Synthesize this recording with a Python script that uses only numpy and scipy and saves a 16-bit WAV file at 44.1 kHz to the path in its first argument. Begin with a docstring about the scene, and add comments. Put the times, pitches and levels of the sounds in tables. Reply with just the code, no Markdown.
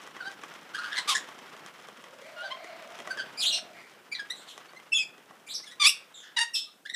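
"""Two rainbow lorikeets chatter and screech on a perch in a small aviary of sheet walls and wire mesh.
Each note is a push of air that buzzes the syrinx, coloured by windpipe, throat and beak.
Other parrots answer from farther off. Claws and beaks tick on wood and wire, and the walls add
quick echoes and a short ring. Under it all lies a soft outdoor rush, in which a far drone
swells and fades."""
import sys
import numpy as np
from scipy import signal
from scipy.fft import rfft, irfft, next_fast_len
from scipy.io import wavfile

SR = 44100
rng = np.random.default_rng(int(sys.argv[2]) if len(sys.argv) > 2 else 0)


def transcribe(u):
    """Save the signal u as a 16-bit wav file named by the first command-line argument.

    u: samples, shape (n,) or (channels, n), limited to [-1, 1]; the rate is SR.
    q: integer samples, one column per channel.
    """
    v = np.clip(np.atleast_2d(u).T, -1, 1)
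    q = np.round(v * 32767).astype(np.int16)
    wavfile.write(sys.argv[1], SR, q)


N = 306495
TIME = np.arange(N) / SR

# Soft notes, beak nearly shut; two carry an undertone an octave down. All table levels are pre-mix.
# Each row: start in seconds, length in seconds, crest as a share of the length, first pitch in Hz,
# last pitch in Hz, arch and roughness as shares of the pitch, fundamental in dB, overtones in dB,
# tilt in dB per octave, throat resonance in Hz.
CHATTER_NOTES = [ (0.203, 0.029, .2, 1600, 1390, -.02, 0.012, -32, -56, -3.5, 3900),
                 (0.222, 0.062, 0.99, 742, 779, 0.02, 0.024, -44, -63, 1, 3960),
                 (0.255, 0.034, 0.62, 1516, 1610, -0.011, 0.0088, -31.5, -52, -6, 4200),
                 (0.741, .036, 0.18, 1440, 1556, 0.021, 0.078, -30.5, -48.5, 1.5, 3500),
                 (0.777, 0.036, 0.32, 1440, 1480, -0.05, 0.1, -31, -52, 1, 3770),
                 (0.815, 0.1, 0.31, 1486, 1417, -0.028, 0.12, -33.5, -53, -1.5, 3440),
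                 (0.918, .05, 0.21, 1700, 1730, -0.032, 0.086, -31, -50, -0.5, 3570),
                 (0.958, .044, 0.52, 1764, 1717, 0.03, .14, -29, -39.5, -3, 3080),
                 (1.147, 0.036, 0.21, 1816, 1703, 0.00035, 0.07, -23.5, -33, -1, 7560),
                 (2.365, .062, 0.87, 1430, 1483, -0.024, 0.013, -36, -61, 2, 3000),
                 (2.43, 0.038, 0.35, 794, 758, 0.01, 0.029, -41.5, -63, -10, 3900),
                 (2.438, 0.042, 0.62, 1582, 1490, 0.0044, 0.016, -34, -55.5, -1, 4300),
                 (2.506, 0.024, 0.61, 988, 1068, 0.0071, .015, -32.5, -48.5, -8, 3340),
                 (3.104, 0.026, 0.33, 1503, 1480, 0.038, 0.013, -26, -51.5, 6.5, 4800),
                 (3.175, 0.052, 0.53, 1727, 1672, -0.1, .028, -29, -44, -6.5, 4050),
                 (4.119, 0.022, 0.37, 2340, 2416, -0.017, .014, -28, -41, 0, 4000),
                 (4.141, 0.032, 0.33, 2370, 2180, -0.17, 0.048, -40.5, -48, -7, 3870),
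                 (4.19, 0.024, 0.39, 1813, 1690, -.06, 0.018, -30.5, -46, -5, 4200),
                 (4.302, 0.021, 0.22, 1817, 2040, 0.028, 0.006, -34, -42, 5, 3800),
                 (4.68, .025, .6, 2190, 2310, .005, .02, -55, -73, 5, 4500),
                 (4.76, 0.025, 0.6, 1976, 2085, 0.019, .012, -44.5, -59, -1, 4900),
                 (5.633, 0.021, 0.54, 1974, 2270, -0.0069, .01, -46.5, -53.5, 2, 5500),
                 (5.662, 0.045, 0.36, 1840, 1790, -0.074, 0.016, -54, -57, 7, 3500),
                 (5.705, 0.032, 0.54, 1787, 1965, 0.013, 0.035, -47.5, -54.5, 3, 3200),
                 (6.855, .019, 0.23, 1580, 1920, 0.033, 0.045, -35, -51.5, 0, 3930),
                 (6.895, 0.015, 0.25, 1810, 1930, .02, 0.032, -32.5, -48, 3, 3680),
                 (6.94, 0.017, 0.54, 1990, 1850, -0.036, .017, -27, -31, -11.5, 7740)]
# Loud notes that leap between registers. Each row reads as in CHATTER_NOTES.
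SCREECH_NOTES = [ (0.978, 0.019, 0.15, 1001, 991, .005, 0.045, -35.5, -38, -2, 8050),
                 (1.079, 0.053, 0.32, 1190, 1002, 0.023, 0.078, -27, -31.5, 3, 3180),
                 (3.377, 0.04, 0.6, 2375, 2483, 0.0036, 0.028, -38, -40, 4.5, 4800),
                 (3.405, 0.051, 0.61, 4610, 3067, -0.11, 0.1, -24, -30.5, 3, 3950),
                 (3.452, 0.062, 0.19, 3333, 3437, .12, 0.089, -21.5, -25, -2, 4000),
                 (3.521, 0.066, 0.16, 2850, 2730, 0.016, 0.045, -31, -27.5, -4.5, 6900),
                 (3.525, 0.052, 0.41, 3880, 3990, -0.033, 0.091, -27, -35, -2, 4000),
                 (4.924, 0.017, 0.59, 2706, 2690, -0.014, 0.0067, -16.5, -32, 0.5, 3900),
                 (4.943, 0.028, 0.92, 3340, 3400, 0.027, 0.0058, -19.5, -28, -4, 6900),
                 (4.97, 0.012, 0.19, 3250, 3160, 0.023, .025, -22.5, -27.5, -1, 5200),
                 (4.981, .05, 0.32, 2520, 2420, 0.04, 0.015, -26, -30, -8, 7000),
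                 (5.802, 0.0327, 0.75, 1189, 1147, 0.014, 0.015, -27.5, -26, -2.5, 3870),
                 (5.838, .033, 0.59, 1100, 1258, -.03, 0.03, -29.5, -21.5, -1, 3880),
                 (5.863, .035, 0.23, 2366, 2788, 0.053, 0.025, -18.5, -23.5, 8.5, 4690),
                 (6.368, 0.017, 0.26, 959, 911, 0.028, 0.023, -33.5, -32, -3, 3770),
                 (6.386, 0.011, 0.53, 906.5, 937, -0.013, 0.0068, -37.5, -26.5, -4.5, 9000),
                 (6.402, 0.032, 0.43, 926, 910.5, 0.03, 0.0098, -33.5, -29, -4, 8970)]
# Birds farther down the aviary. Each row reads as in CHATTER_NOTES.
ANSWER_NOTES = [ (4.345, 0.1, 0.26, 3890, 3580, .015, 0.11, -50, -50.5, 3, 4000),
                (4.472, 0.053, 0.34, 4370, 3320, -0.13, 0.16, -43, -47, 1.5, 3950),
                (5.467, 0.016, 0.79, 2380, 2510, 0.0017, 0.078, -42, -60, 14, 6700),
                (5.488, 0.05, 0.47, 3410, 4160, 0.05, .1, -34, -47, 11, 3900),
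                (5.539, 0.028, 0.49, 5900, 4940, 0.0085, 0.085, -28, -31, 0.5, 4000),
                (6.14, 0.1, 0.057, 3795, 3240, -0.011, 0.059, -45.5, -30, -16.5, 4100),
                (6.537, 0.0437, 0.15, 2789, 2727, -.055, 0.019, -34, -36.5, 8, 5080),
                (6.55, 0.034, 0.15, 3760, 3760, -0.0051, 0.11, -26.5, -42.5, 10.5, 3800),
                (6.665, 0.064, 0.18, 1215, 1207, .003, .005, -57.5, -96, -10, 3720)]
# Birds heard only through the room. Each row reads as in CHATTER_NOTES.
FLOCK_NOTES = [ (2.2, 0.14, .3, 2040, 1920, 0.075, .09, -47, -63, 6, 4000),
               (2.36, 0.13, 0.45, 1900, 1815, -.1, 0.11, -53, -54.5, -19, 4000),
               (2.51, 0.29, 0.52, 2056, 1973, 0.063, 0.078, -46.5, -59.5, -7, 4000),
               (3.73, 0.15, 0.33, 2150, 2070, -.01, 0.112, -45.5, -63, 5, 4000),
               (6.222, 0.053, 0.21, 1678, 1684, -0.02, 0.082, -40.5, -54.5, -11, 4000)]
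# How the open beak radiates. Each row: frequency in Hz, gain in dB.
BEAK_EQ = [(1500, -1), (5000, -0.5), (6500, -6.5), (10000, -10.5), (12500, -31), (15000, -30)]
WINDPIPE_HZ, WINDPIPE_WIDTH_HZ, WINDPIPE_DB = 1790, 130, -5.5   # a low resonance common to all notes
# Claws and beaks on perch and wire. Each row: time in seconds, level in dB, offset of the tick in dB.
TAP_HITS = [(0.074, -26.5, -14), (0.166, -20, -23), (0.316, -26.5, -13), (0.436, -20.5, -17),
            (0.539, -35.5, -4), (0.917, -47, -20), (1.058, -27, -25), (1.288, -28, -13), (1.389, -38, -4),
            (1.566, -33.5, -10), (1.662, -27, -8.5), (1.789, -36, -27), (1.886, -29, -12),
            (2.041, -26, -16.5), (2.644, -25, -15), (2.989, -25.5, -13), (3.002, -22, -17),
            (3.074, -19.5, -15), (3.139, -37, -20), (3.173, -29, -8), (3.897, -41, -6), (4.578, -25, -10.5),
            (4.734, -29, -20), (4.8, -30.5, -18), (5.18, -32.5, -16), (5.309, -29.5, -22)]
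# The ring of the perch and its mesh. Each row: frequency in Hz, level in dB, 60 dB decay in seconds.
PERCH_MODES = [(440, -10, 0.033), (712, -10.5, 0.039), (1123, -8, 0.032), (1550, -13, 0.019),
               (1949, -11, 0.029), (2445, -21.5, 0.065), (3250, -16.5, 0.019)]
# The aviary's width, length and height. Each row: size, bird position, microphone position, in metres.
AVIARY_AXES = [(1.9, .83, 1.12), (3.7, .62, 1.57), (2.3, 1.61, 1.44)]
SOUND_M_PER_S = 343
# The aviary's ring. Each row: frequency in Hz, 60 dB decay in seconds.
AVIARY_DECAY = [(500, 0.35), (1500, 0.31), (3000, 0.34), (6000, 0.26), (10000, 0.25), (15000, 0.2)]
# The rise and fall of the outdoor rush. Each row: time in seconds, rumble in dB, hiss in dB.
RUSH_LEVELS = [(0.0, -61, -50.5), (0.77, -62, -51.5), (0.97, -62, -45.5), (1.24, -59.5, -50),
               (2.13, -64.5, -54), (2.61, -66, -52), (3.16, -59, -48.5), (4.01, -66.5, -59),
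               (4.26, -65.5, -55), (5.3, -66.5, -61), (5.77, -68, -59.5), (6.21, -71.5, -60.5),
               (6.35, -72.5, -62.5), (6.95, -71.5, -70)]
# The low body of the rush. Each row: frequency in Hz, noise density in dB.
RUMBLE_SPECTRUM = [(18, -68), (30, -49.5), (86, -19.5), (156, -2), (214, 0.5), (247, -1), (326, 0),
                   (377, 0.5), (484, -0.5), (700, -2.5), (910, -7.5), (1540, -120)]
# The airy top of the rush. Each row: frequency in Hz, noise density in dB.
HISS_SPECTRUM = [(290, -38), (500, -5), (629, -6), (966, -0.5), (1420, 1), (2480, -5.5), (2950, -5),
                 (4340, -15), (5380, -13.5), (6210, -20), (10100, -28), (14600, -31), (15300, -28)]
# The far drone's two swells. Each row: start in seconds, length in seconds, crest as a share of
# the length, first pitch in Hz, last pitch in Hz, arch as a share of the pitch, level in dB.
DRONE_SWELLS = [(2.0, 1.27, 0.34, 513.3, 592.3, .2, -43), (3.346, 0.5, 0.33, 677, 617, 0.0194, -46)]
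DRONE_WANDER_HZ = 25.08   # depth of its slow pitch waver
DRONE_SWELL_DB, DRONE_FADE_DB, DRONE_EDGE_S = 14.5, 8, 0.027
# The microphone's own steady hiss. Each row: frequency in Hz, noise density in dB.
MIC_SPECTRUM = [(50, -20), (200, -6), (8000, 3.5), (15000, -0.5)]
CUTOFF_HZ = 15300


def syrinx(row, swell_db, fade_db, overtones_follow, slack_rough, roughen_db, jitter, flutter_hz,
           flutter_db, rasp, skirt_hz, tremor_hz, attack_s, release_s, throat_db, throat_width_hz):
    """One push of air: an unsteady buzz, rougher when slack, coloured by windpipe, throat and beak."""
    start, length, crest, first_hz, last_hz, arch, roughness = row[:7]
    fundamental_db, overtones_db, tilt_db, throat_hz = row[7:]
    end = start + length
    span = slice(int((start - attack_s) * SR), min(N, int((end + release_s) * SR)))
    t = TIME[span]
    age = np.clip((t - start) / length, 0, 1)
    effort_db = swell(age, crest, swell_db, fade_db)
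    pitch = glide(age, first_hz, last_hz, arch)
    rough = abs(roughness) * from_db(roughen_db * (age - .5) - slack_rough * effort_db)
    harsh = rough / (rough + 0.041)
    # a harsh note flutters: its force and its pitch swing together at an uneven rate
    flutter = np.sin(phase_of(flutter_hz * (1 + 0.354 * wobble(91.4, len(t)))))
    swing = jitter * np.tanh(wobble(tremor_hz, len(t))) + 0.4 * flutter
    phase = phase_of(pitch * (1 + rough * swing))
    voice = from_db(fundamental_db + effort_db) * np.sin(phase)
    bright_db = overtones_db + overtones_follow * effort_db
    for k in range(2, int(CUTOFF_HZ / pitch.min()) + 1):
        hz = k * pitch
        throat = resonance(hz, throat_hz, throat_width_hz, throat_db)
        windpipe = resonance(hz, WINDPIPE_HZ, WINDPIPE_WIDTH_HZ, WINDPIPE_DB)
        colour_db = at_hz(BEAK_EQ, hz) + tilt_db * np.log2(hz / 4000)
        gain = windpipe * throat * from_db(bright_db + colour_db) * (hz < CUTOFF_HZ)
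        # the windpipe delays each overtone differently; turbulence spreads a skirt of noise round it
        angle = k * phase + 2 * np.pi * rng.random()
        skirt = rasp * harsh * wobble(skirt_hz, len(t))
        voice += gain * (np.sin(angle) + skirt * np.cos(angle))
    force = rms_one(from_db(flutter_db * harsh * flutter))
    gate = np.clip((t - start) / attack_s + 1, 0, 1) * np.clip((end - t) / release_s + 1, 0, 1)
    return span, np.sqrt(2) * voice * force * np.sin(gate * np.pi / 2) ** 2


def bird(notes, **manner):
    """Play a table of notes in one manner; so small a throat radiates no bass."""
    out = np.zeros(N)
    for row in notes:
        span, sound = syrinx(row, **manner)
        out[span] += sound
    return signal.sosfilt(signal.butter(4, 620, "high", fs=SR, output="sos"), out)


def taps(knock_db, tick_db, small_per_s, small_db):
    """Each touch knocks the perch and ticks on the wire; many tiny ones lie between the clear ones."""
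    times, peak_db, bright_db = np.transpose(TAP_HITS)
    hits = (times * SR).astype(int)
    hiss_db = curves(RUSH_LEVELS, TIME)[1]   # the tiny touches ride the level of the outdoor hiss
    touches = rng.random(N) < small_per_s / SR
    accent_db = 2.2 * np.minimum(rng.exponential(1, N), 2.5)
    small = touches * from_db(hiss_db + small_db + accent_db)
    knocks, ticks = small.copy(), small * from_db(1)
    knocks[hits] += from_db(peak_db)
    ticks[hits] += from_db(peak_db + bright_db)
    age = TIME[:SR // 10]
    wood = 0
    for hz, mode_db, t60 in PERCH_MODES:
        ring = from_db(mode_db - 60 * age / t60) * np.sin(2 * np.pi * hz * age)
        strikes = knocks * rng.choice([-1, 1], N) * rng.uniform(0.12, 1.06, N)
        wood = wood + signal.oaconvolve(strikes, ring)[:N]
    crack = band(rng.standard_normal(len(age)), 890, 6830) * from_db(-60 * age / 0.012)
    wire = signal.oaconvolve(ticks, crack)[:N]
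    return from_db(knock_db) * wood + from_db(tick_db) * wire


def walls(x, bounce_db, order=3):
    """The first echoes: mirror images of the birds in walls, floor and roof, weaker with each bounce."""
    image = np.arange(-order, order + 1)
    offsets = [image * size + np.where(image % 2, size - birds, birds) - mic
               for size, birds, mic in AVIARY_AXES]
    metres = np.linalg.norm(np.meshgrid(*offsets), axis=0).ravel()
    bounces = np.abs(np.meshgrid(image, image, image)).sum(axis=0).ravel()
    lag = np.round((metres - metres.min()) / SOUND_M_PER_S * SR).astype(int)
    gain = (bounces > 0) * from_db(bounce_db * bounces) * metres.min() / metres
    return signal.oaconvolve(x, np.bincount(lag, gain))[:N]


def aviary(x, early_db, early_s):
    """Scattered sound builds up, escapes quickly through the mesh and leaves a darkening tail."""
    age = TIME[:SR // 2]
    edges_hz = np.geomspace(150, 19000, 11)
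    response = 0
    for low, high in zip(edges_hz, edges_hz[1:]):
        early = from_db(early_db - 60 * age / early_s)
        tail = from_db(-60 * age / at_hz(AVIARY_DECAY, np.sqrt(low * high)))
        response = response + band(rng.standard_normal(len(age)), low, high) * (early + tail)
    response *= np.clip((age - .003) / 0.006, 0, 1)   # pre-delay and build-up
    return signal.oaconvolve(x, response / np.linalg.norm(response))[:N]


def outdoors(rumble_db, hiss_db):
    """A soft uneven rush: a low and a high bed of noise, each flickering in level."""
    rumble_level, hiss_level = curves(RUSH_LEVELS, TIME)
    rumble = from_db(rumble_level + rumble_db + 1.9 * wobble(41, N)) * coloured(RUMBLE_SPECTRUM)
    hiss = from_db(hiss_level + hiss_db + 2.13 * wobble(32, N)) * coloured(HISS_SPECTRUM)
    return rumble + hiss


def drone(level_db, width_hz):
    """A far drone: a narrow band of noise that glides in pitch as it swells and fades."""
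    out = 0
    for start, length, crest, first_hz, last_hz, arch, peak_db in DRONE_SWELLS:
        age = np.clip((TIME - start) / length, 0, 1)
        phase = phase_of(glide(age, first_hz, last_hz, arch) + DRONE_WANDER_HZ * wobble(9.04, N))
        tone = wobble(width_hz, N) * np.sin(phase) + wobble(width_hz, N) * np.cos(phase)
        gate = np.clip(np.minimum(age, 1 - age) * length / DRONE_EDGE_S, 0, 1)
        contour_db = swell(age, crest, DRONE_SWELL_DB, DRONE_FADE_DB)
        out = out + gate * from_db(level_db + peak_db + contour_db) * tone
    return out


def swell(age, crest, swell_db, fade_db):
    """Effort in dB over a sound's life (age 0 to 1): it grows to the crest, then gives way."""
    return np.interp(age, [0, np.clip(crest, .02, .98), 1], [-swell_db, 0, -fade_db])


def glide(age, first_hz, last_hz, arch):
    """Pitch over a sound's life: a slide, arched upward or downward in the middle."""
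    return (first_hz + (last_hz - first_hz) * age) * (1 + arch * (1 - (2 * age - 1) ** 2))


def resonance(hz, centre_hz, width_hz, bump_db):
    """A bell-shaped bump added to unity gain."""
    return 1 + from_db(bump_db) / (1 + ((hz - centre_hz) / width_hz) ** 2)


def phase_of(hz):
    """Running phase of a moving pitch."""
    return 2 * np.pi * np.cumsum(hz) / SR


def wobble(rate_hz, size):
    """Random motion up to a given rate, spread about 1."""
    run_in = SR // 5
    lowpass = signal.butter(4, rate_hz, fs=SR, output="sos")
    return rms_one(signal.sosfilt(lowpass, rng.standard_normal(size + run_in)))[run_in:]


def coloured(spectrum):
    """Noise of a given spectrum, rms 1."""
    size = next_fast_len(N)
    gain = from_db(at_hz(spectrum, np.arange(size // 2 + 1) * SR / size))
    return rms_one(irfft(rfft(rng.standard_normal(size)) * gain, size)[:N])


def band(x, low_hz, high_hz):
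    """Gentle causal band-pass."""
    bandpass = signal.butter(2, [low_hz, min(high_hz, SR / 2 - 500)], "band", fs=SR, output="sos")
    return signal.sosfilt(bandpass, x + 1e-18)


def curves(rows, t):
    """The columns of a table at the times t."""
    times, *columns = np.transpose(rows)
    return [np.interp(t, times, column) for column in columns]


def at_hz(points, hz):
    """Read a spectrum on a log-frequency axis."""
    f, value = np.transpose(points)
    return np.interp(np.log(np.maximum(hz, 1)), np.log(f), value)


def from_db(db):
    """Decibels to gain."""
    return 10 ** (np.asarray(db) / 20)


def rms_one(x):
    """Scale to rms 1."""
    return x / np.sqrt(np.mean(x ** 2) + 1e-20)


def scene():
    """The mix: near birds are mostly direct sound, far ones mostly room, over the outdoor bed."""
    chatter = bird(CHATTER_NOTES, swell_db=11, fade_db=13, attack_s=0.0043, release_s=0.0041,
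                   overtones_follow=1.0, throat_db=14.0, throat_width_hz=350, rasp=0.93, skirt_hz=540,
                   slack_rough=0.296, roughen_db=-1.5, jitter=1.0, tremor_hz=325,
                   flutter_hz=124.5, flutter_db=7.5)
    screeches = bird(SCREECH_NOTES, swell_db=7.5, fade_db=8, attack_s=.006, release_s=0.011,
                     overtones_follow=1.29, throat_db=5.5, throat_width_hz=425, rasp=0.67, skirt_hz=540,
                     slack_rough=0.25, roughen_db=2.5, jitter=1.33, tremor_hz=524,
                     flutter_hz=193.6, flutter_db=3.0)
    answers = bird(ANSWER_NOTES, swell_db=12.0, fade_db=13.5, attack_s=0.0037, release_s=0.0066,
                   overtones_follow=1.0, throat_db=11.0, throat_width_hz=300, rasp=0.93, skirt_hz=450,
                   slack_rough=0.083, roughen_db=5.5, jitter=1.11, tremor_hz=482,
                   flutter_hz=219.0, flutter_db=-2.0)
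    flock = bird(FLOCK_NOTES, swell_db=6, fade_db=12.5, attack_s=.02, release_s=.02,
                 overtones_follow=0.52, throat_db=-1.0, throat_width_hz=700, rasp=0.58, skirt_hz=700,
                 slack_rough=0.12, roughen_db=1.5, jitter=1.34, tremor_hz=250,
                 flutter_hz=59.25, flutter_db=2.5)
    tapping = band(taps(knock_db=-4.5, tick_db=3, small_per_s=27, small_db=0.5), 188, 13000)
    near = from_db(-1.91) * (chatter + screeches) + tapping
    far = from_db(-4.0) * answers + from_db(-7.0) * flock
    near_room = walls(near, bounce_db=-9.5) + from_db(-7.0) * aviary(near, early_db=8, early_s=0.11)
    far_room = aviary(far, early_db=-8.0, early_s=0.11)
    bed = outdoors(rumble_db=4.0, hiss_db=0.5) + drone(level_db=-4.5, width_hz=74)
    return (near + from_db(-3.5) * answers + near_room + far_room + bed)[None]


def record(dry):
    """The microphone adds a faint hiss; the top is cut steeply."""
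    heard = dry + from_db(-68) * coloured(MIC_SPECTRUM)
    return signal.sosfilt(signal.ellip(12, .1, 90, CUTOFF_HZ, fs=SR, output="sos"), heard)


dry = scene()
out = record(dry)
transcribe(out)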